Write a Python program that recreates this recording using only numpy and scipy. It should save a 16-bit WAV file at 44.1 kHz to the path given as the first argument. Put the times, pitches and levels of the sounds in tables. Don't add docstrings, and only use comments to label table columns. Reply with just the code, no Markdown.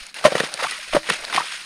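import sys
import numpy as np
from scipy import signal
from scipy.fft import rfft, irfft
from scipy.io import wavfile
from scipy.ndimage import uniform_filter1d, map_coordinates

SR = 44100
rng = np.random.default_rng(int(sys.argv[2]) if len(sys.argv) > 2 else 0)


def to_wav(s):
    ch = np.atleast_2d(s).T
    pcm = np.round(np.clip(ch, -1, 1) * 32767)
    wavfile.write(sys.argv[1], SR, pcm.astype(np.int16))


def makeup_ratio(level_db):
    decades = np.asarray(level_db, float) / 20
    return 10 ** decades


N = 72765

# [t/s, half length/s, level/dB]
PUFFS = [
    (0.023, 0.0099, 23),
    (0.952, 0.068, 27),
    (1.23, 0.069, 17.5),
]
# [t/s, flow level/dB, lump level/dB]
SLUSH_FLOW = [(.14, -35, -17), (0.199, -33, -10), (.212, -42, -4), (.3, -34, 1), (0.452, -28, -12.5),
              (.485, -37, -3), (.57, -34.5, -8), (0.628, -30, -13), (.69, -30, -38), (.8, -32.5, -53),
              (.92, -36.5, -21), (1.02, -41.5, -9.5), (1.111, -22.5, -14.5), (1.214, -37, -8),
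              (1.3, -32.5, -6.5), (1.44, -31, -13), (1.53, -30.5, -79.5), (1.65, -36, -52)]
# [f/Hz, level/dB]
FIZZ_SPECTRUM = [(300, -30), (900, -6), (1500, 6), (2500, 7.5), (4500, -4), (8000, -2.5), (12000, -12),
                 (16000, -23)]
# [f/Hz, level/dB]
LUMP_SPECTRUM = [(90, -31.5), (160, -8.5), (400, -4), (650, 2.5), (1100, -6.5), (1600, -1), (3000, -54)]
# [t/s, length/s, level/dB, centre f/Hz]
CRUNCHES = [(0.228, .016, -31.5, 2050), (0.239, 0.02, -16.5, 2450), (0.247, 0.034, -11.5, 2140),
            (0.316, 0.0065, -27, 2040), (0.349, 0.023, -21.5, 2040), (0.376, 0.019, -20.5, 2600),
            (.399, 0.011, -15.5, 2270), (0.318, 0.038, -28, 2110), (0.435, 0.034, -24.5, 2150),
            (0.584, 0.067, -25.5, 1520), (0.625, 0.036, -22, 2020), (0.666, 0.0098, -29, 1190),
            (0.707, 0.068, -31, 2530), (0.926, 0.039, -21, 2210), (0.945, 0.048, -22.5, 2050),
            (1.092, 0.0044, -24, 1860), (1.099, 0.008, -14, 2130), (1.131, 0.013, -24, 2160),
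            (1.235, 0.021, -29, 1440), (1.281, 0.01, -53, 1490), (1.326, 0.034, -23, 1670),
            (1.341, 0.029, -23.5, 2600), (1.358, 0.049, -20.5, 2480), (1.385, 0.064, -34, 1510)]
# [t/s, peak level/dB, f/Hz, length/s]
SNAPS = [(.0664, -22, 6000, .0015), (.143, -24, 2500, .002), (.1432, -25, 9700, .002),
         (.2115, -26, 2400, .003), (.9515, -9, 1400, .003), (1.042, -29, 2000, .004),
         (.9265, -21, 1550, .008), (.519, -31, 9500, .003), (.5402, -15, 4300, .002),
         (.5404, -17, 8200, .002), (.6002, -16, 2500, .0015), (.6375, -11, 2500, .0015),
         (.7095, -20, 4050, .008), (.711, -25, 9200, .004), (.722, -22, 1900, .006),
         (.789, -27, 11500, .004), (1.031, -25, 1900, .004), (1.0985, -19, 9500, .004),
         (1.1035, -11, 2700, .004), (1.138, -17, 6000, .0015), (1.2502, -18, 4200, .002),
         (1.299, -23, 1550, .01), (1.3265, -10, 1900, .0015), (1.3455, -11, 2300, .002),
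         (1.3622, -2, 2300, .0013), (1.3672, -11, 1800, .003), (1.408, -9, 1500, .002),
         (1.535, -28, 6500, .004), (.322, -15, 1600, .002), (.354, -15, 1800, .003),
         (.4038, -9, 1700, .003), (1.3385, -16, 3500, .003), (1.342, -14, 2000, .002),
         (1.357, -13, 2200, .0015), (1.0898, -13, 1700, .002), (1.0925, -14, 2000, .002),
         (1.0958, -12, 2100, .0015), (1.0982, -10, 1900, .002), (1.1015, -11, 2000, .003),
         (.592, -22, 1300, .006), (.6125, -18, 1600, .005), (.3045, -21, 2300, .003),
         (.31, -20, 2300, .003), (.394, -19, 2000, .004), (1.244, -24, 3500, .002),
         (1.212, -30, 9000, .002), (.397, -26, 9000, .002), (.672, -27, 9000, .002),
         (1.563, -28, 6500, .002)]
# [f/Hz, level/dB]
GRIT_SPECTRUM = [(150, -45), (500, -6.5), (1200, 7), (3000, -4.5), (6000, -5.5), (10000, -12),
                 (16000, -12.5)]
# [t/s, peak level/dB, f/Hz, t60/s, push on the shaft/dB]
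BLADE_KNOCKS = [(0.2115, -30, 764, 0.019, -12), (0.241, -21.5, 693, 0.09, -4),
                (0.2506, -3, 610.7, 0.072, 2), (.264, -16, 400, 0.042, 0), (0.279, -7, 572, 0.022, -8),
                (.304, -32, 570, 0.029, -12), (0.3215, -6.5, 530, 0.014, -13), (.327, -16, 655, 0.018, -7),
                (0.3528, -3, 473, 0.013, -9), (.358, -23, 520, 0.022, -12), (.369, -21.5, 493, 0.028, 0),
                (0.404, -11, 466, 0.026, 0), (0.4093, -21, 491, 0.033, -17), (0.436, -14, 442, 0.013, -4.5),
                (0.544, -30, 537, 0.031, 1), (.587, -28, 590, 0.017, -16), (0.624, -16.5, 529, 0.028, -13),
                (0.64, -17, 1110, 0.023, -7), (.644, -16.5, 736, 0.027, -8),
                (0.6469, -16.5, 1340, 0.016, 3.5), (0.651, -21, 880, 0.033, -15),
                (0.667, -22, 1180, 0.029, -6), (0.788, -34, 615, 0.038, -9), (0.9322, -19, 630, 0.039, 0),
                (0.9465, -13, 608, 0.054, 8), (0.9497, -13, 360, 0.016, 1), (0.955, -19.5, 703, 0.031, 4.5),
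                (0.9651, -2.5, 579, 0.033, -6.5), (1.0894, -17.5, 475, 0.024, -6),
                (1.098, -26, 450, 0.025, 1.5), (1.108, -18.5, 427, 0.022, 2.5),
                (1.136, -34, 410, 0.023, -7), (1.3269, -26, 1235, 0.038, -15),
                (1.343, -20, 800, 0.017, -10), (1.351, -16.5, 756, 0.015, 3),
                (1.3755, -12, 787, 0.028, -12), (1.38, -7, 1082, 0.024, -4.5),
                (1.391, -17, 1190, 0.019, -12), (1.402, -19, 957, .03, -18),
                (1.417, -20.5, 1270, 0.02, -16)]
# [f ratio to the knock, level/dB, share of its t60]
SCOOP_MODES = [(1.12, -13, .4), (1.85, -8, .6), (2.9, -17, .5), (4.2, -22, .4)]
# [f/Hz, level/dB, t60/s]
SHAFT_MODES = [(155, -25, .07), (320, -41, .3), (600, -37, .25), (370, -13, .03)]
# [t/s, half length/s, level/dB]
WIDE_MOMENTS = [
    (0.069, 0.005, -18),
    (0.234, 0.017, -20.5),
    (0.393, 0.02, -18),
    (1.11, 0.02, -18.5),
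]
# [f/Hz, gain/dB]
MIC_RESPONSE = [(100, -17), (150, -3.5), (5200, 2.5), (5900, -2.5), (9900, 3.5), (10700, -8.5),
                (14500, -16), (15600, -34)]
# [f/Hz, gain/dB]
SIDE_RESPONSE = [(9000, -62), (11200, -37), (11700, -7.5), (12900, -3), (13600, -22), (15000, -30)]

CHANGE_S, BEFORE_DB = .1425, -38.5
FADE_FROM_S, FADE_DB_PER_S = 0.039, 143
FAR_DB = -42.5
RUMBLE_DB, RUMBLE_HZ, MURMUR_DB = -66.5, 40.5, -65.5
THUD_HZ, THUD_DB, THUD_T60_S, RISE_S = 231.5, -4.5, 0.018, 0.0014
SHAKE, SCATTER_DB = .25, 2.5
ECHO_DB, ECHO_T60_S = -15, .05
NOTCH_HZ, NOTCH_WIDTH_HZ, NOTCH_DB = 7556, 316, -12.5
WIDE_FROM_HZ = 1000
CLIP_LEVEL = 1.0


def unit(x):
    return x / np.sqrt(np.mean(x ** 2) + 1e-20)


def along(points, hz):
    f, v = np.transpose(points)
    return np.interp(np.log(hz + 1), np.log(f + 1), v)


def wobble(rate):
    knots = rng.standard_normal(int(N * rate / SR) + 4)
    return map_coordinates(knots, [np.arange(N) * rate / SR])


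def coloured(x, db_of):
    m = 2 ** 17
    gain = makeup_ratio(db_of(np.fft.rfftfreq(m, 1 / SR)))
    cepstrum = irfft(np.log(gain + 1e-6), m)
    cepstrum[1:m // 2] *= 2
    cepstrum[m // 2 + 1:] = 0
    return irfft(rfft(x, m) * np.exp(rfft(cepstrum)), m)[..., :N]


def noise(points):
    return coloured(rng.standard_normal(N), lambda f: along(points, f))


def bumps(table, power):
    t = np.arange(N) / SR
    return sum(height * np.exp(-((t - s) / width) ** power) for s, width, height in table)


def grains(count, hz, spread, cycles, size_db, n=N):
    u, z = rng.random((count, 2)), rng.standard_normal(count)
    f = np.clip(hz * np.exp(spread * z), 200, 15000)[:, None]
    t = np.arange(160) / SR
    size = makeup_ratio(-size_db * np.log(u[:, 1:] + 0.014)) * np.sqrt(f)
    g = size * np.sin(2 * np.pi * f * t) * np.exp(-f * t / cycles)
    at = (u[:, :1] * n).astype(int) + np.arange(160)
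    return unit(np.bincount(at.ravel(), g.ravel(), n + 160)[:n])


def air():
    low = coloured(rng.standard_normal(N), lambda f: -30 * np.log10(1 + (f / RUMBLE_HZ) ** 2))
    murmur = noise([(80, -18), (160, 4.5), (400, -7), (1200, -29)])
    rumble_db = RUMBLE_DB + bumps(PUFFS, 2) + 2.2 * wobble(9.7)
    return makeup_ratio(rumble_db) * unit(low) + makeup_ratio(MURMUR_DB) * unit(murmur)


def slush():
    s, flow, weight = np.transpose(SLUSH_FLOW)
    t = np.arange(N) / SR
    fading = BEFORE_DB - FADE_DB_PER_S * np.clip(t - FADE_FROM_S, 0, 1)
    level = np.where(t < CHANGE_S, fading, np.interp(t, s, flow))
    level = level + .9 * wobble(35.96) + 2.1 * wobble(130)
    hiss = unit(noise(FIZZ_SPECTRUM))
    crackle = grains(count=3000, hz=2600, spread=0.536, cycles=7.9, size_db=3.5)
    uneven = rng.standard_normal(N) * makeup_ratio(1.6 * wobble(59.4))
    lumps = unit(coloured(uneven, lambda f: along(LUMP_SPECTRUM, f)))
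    drips = grains(count=500, hz=2100, spread=.55, cycles=5, size_db=2)
    far = unit(noise([(1500, -56), (4000, 14.0), (9000, 1.0), (15000, 5)]))
    far = far * makeup_ratio(FAR_DB + np.where(t < CHANGE_S, level - BEFORE_DB, 0))
    near = 0.26 * drips + 0.61 * hiss + 0.34 * crackle + makeup_ratio(np.interp(t, s, weight)) * lumps
    return far + makeup_ratio(level) * near


def crunches():
    out = np.zeros(N + SR)
    uneven = rng.standard_normal(N) * makeup_ratio(2.1 * wobble(400))
    grit = unit(coloured(uneven, lambda f: along(GRIT_SPECTRUM, f)))
    for s, length, db, hz in CRUNCHES:
        u, i = np.arange(3000) / (length * SR), round(s * SR)
        shape = np.clip(u / 0.2, 0, 1) * np.exp(-1.6 * u ** 2)
        cracks = grains(count=200, hz=hz, spread=0.39, cycles=2.3, size_db=4, n=len(u))
        out[i:i + len(u)] += makeup_ratio(db) * shape * 0.54 * (cracks + grit[i:i + len(u)])
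    return out[:N]


def snaps():
    out, t = np.zeros(N + SR), np.arange(900) / SR
    for s, db, hz, length in SNAPS:
        resonance = np.cos(2 * np.pi * hz * t) * np.exp(-1.8 * hz * t)
        rough = np.convolve(rng.standard_normal(len(t)), resonance)[:len(t)]
        snap = .5 * np.sin(2 * np.pi * hz * t) + .5 * unit(rough)
        envelope = makeup_ratio(db + 3 - 20 * t / length) * (1 - np.exp(-3 * hz * t))
        out[round(s * SR):][:len(t)] += envelope * snap
    return out[:N]


def shaft(hz, detune, t):
    thud_hz = THUD_HZ * (1 + 0.14 * detune)
    thud = makeup_ratio(THUD_DB - 60 * t / THUD_T60_S) * np.sin(2 * np.pi * thud_hz * t)
    modes = sum(makeup_ratio(db - 60 * t / t60) * np.sin(2 * np.pi * f * t) for f, db, t60 in SHAFT_MODES)
    return (600 / hz) ** 2 * thud + 600 / hz * modes


def blade():
    out, t = np.zeros(N + SR), np.arange(SR // 5) / SR
    for s, db, hz, t60, push_db in BLADE_KNOCKS:
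        r = rng.standard_normal((len(SCOOP_MODES), 3))
        ring = np.sin(2 * np.pi * hz * t) * makeup_ratio(-60 * t / t60)
        for (ratio, level, share), (louder, detune, phase) in zip(SCOOP_MODES, r):
            mode_hz = hz * ratio * (1 + 0.083 * detune)
            decay = makeup_ratio(level + SCATTER_DB * louder - 60 * t / (t60 * share))
            ring = ring + decay * np.sin(2 * np.pi * mode_hz * t + phase)
        ring = ring * (1 + SHAKE * unit(uniform_filter1d(rng.standard_normal(len(t)), size=60)))
        knock = ring + makeup_ratio(push_db) * shaft(hz, r[0, 2], t)
        out[round(s * SR):][:len(t)] += makeup_ratio(db + 5) * knock * (1 - np.exp(-t / RISE_S))
    return out[:N]


def snow_echo(near):
    t = np.arange(4000) / SR
    tail = rng.standard_normal(len(t)) * makeup_ratio(-60 * t / ECHO_T60_S)
    return makeup_ratio(ECHO_DB) * signal.fftconvolve(near, tail / np.linalg.norm(tail))[:N]


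def microphone(x):
    def response(f):
        return along(MIC_RESPONSE, f) + NOTCH_DB * np.exp(-((f - NOTCH_HZ) / NOTCH_WIDTH_HZ) ** 2)
    return coloured(x, response)


def side_signal(mid):
    other = mid * unit(wobble(250))
    widening = bumps([(s, width, makeup_ratio(db)) for s, width, db in WIDE_MOMENTS], 4)
    wide = coloured(other, lambda f: -40 * np.log10(1 + (WIDE_FROM_HZ / (f + 1)) ** 2))
    return coloured(other, lambda f: along(SIDE_RESPONSE, f)) + widening * wide


def scene():
    near = blade() + (crunches() + snaps())
    echo = snow_echo(near)
    mid = microphone(near + slush() + echo)
    side = side_signal(mid)
    mid = mid + air()
    return np.array([mid + side, mid - side])


def low_pass(x):
    return signal.sosfilt(signal.butter(12, 15700, fs=SR, output="sos"), x)


def record(dry):
    clipped = dry / (1 + np.abs(dry / CLIP_LEVEL) ** 8) ** (1 / 8)
    return low_pass(clipped)


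dry = scene()
out = record(dry)
to_wav(out)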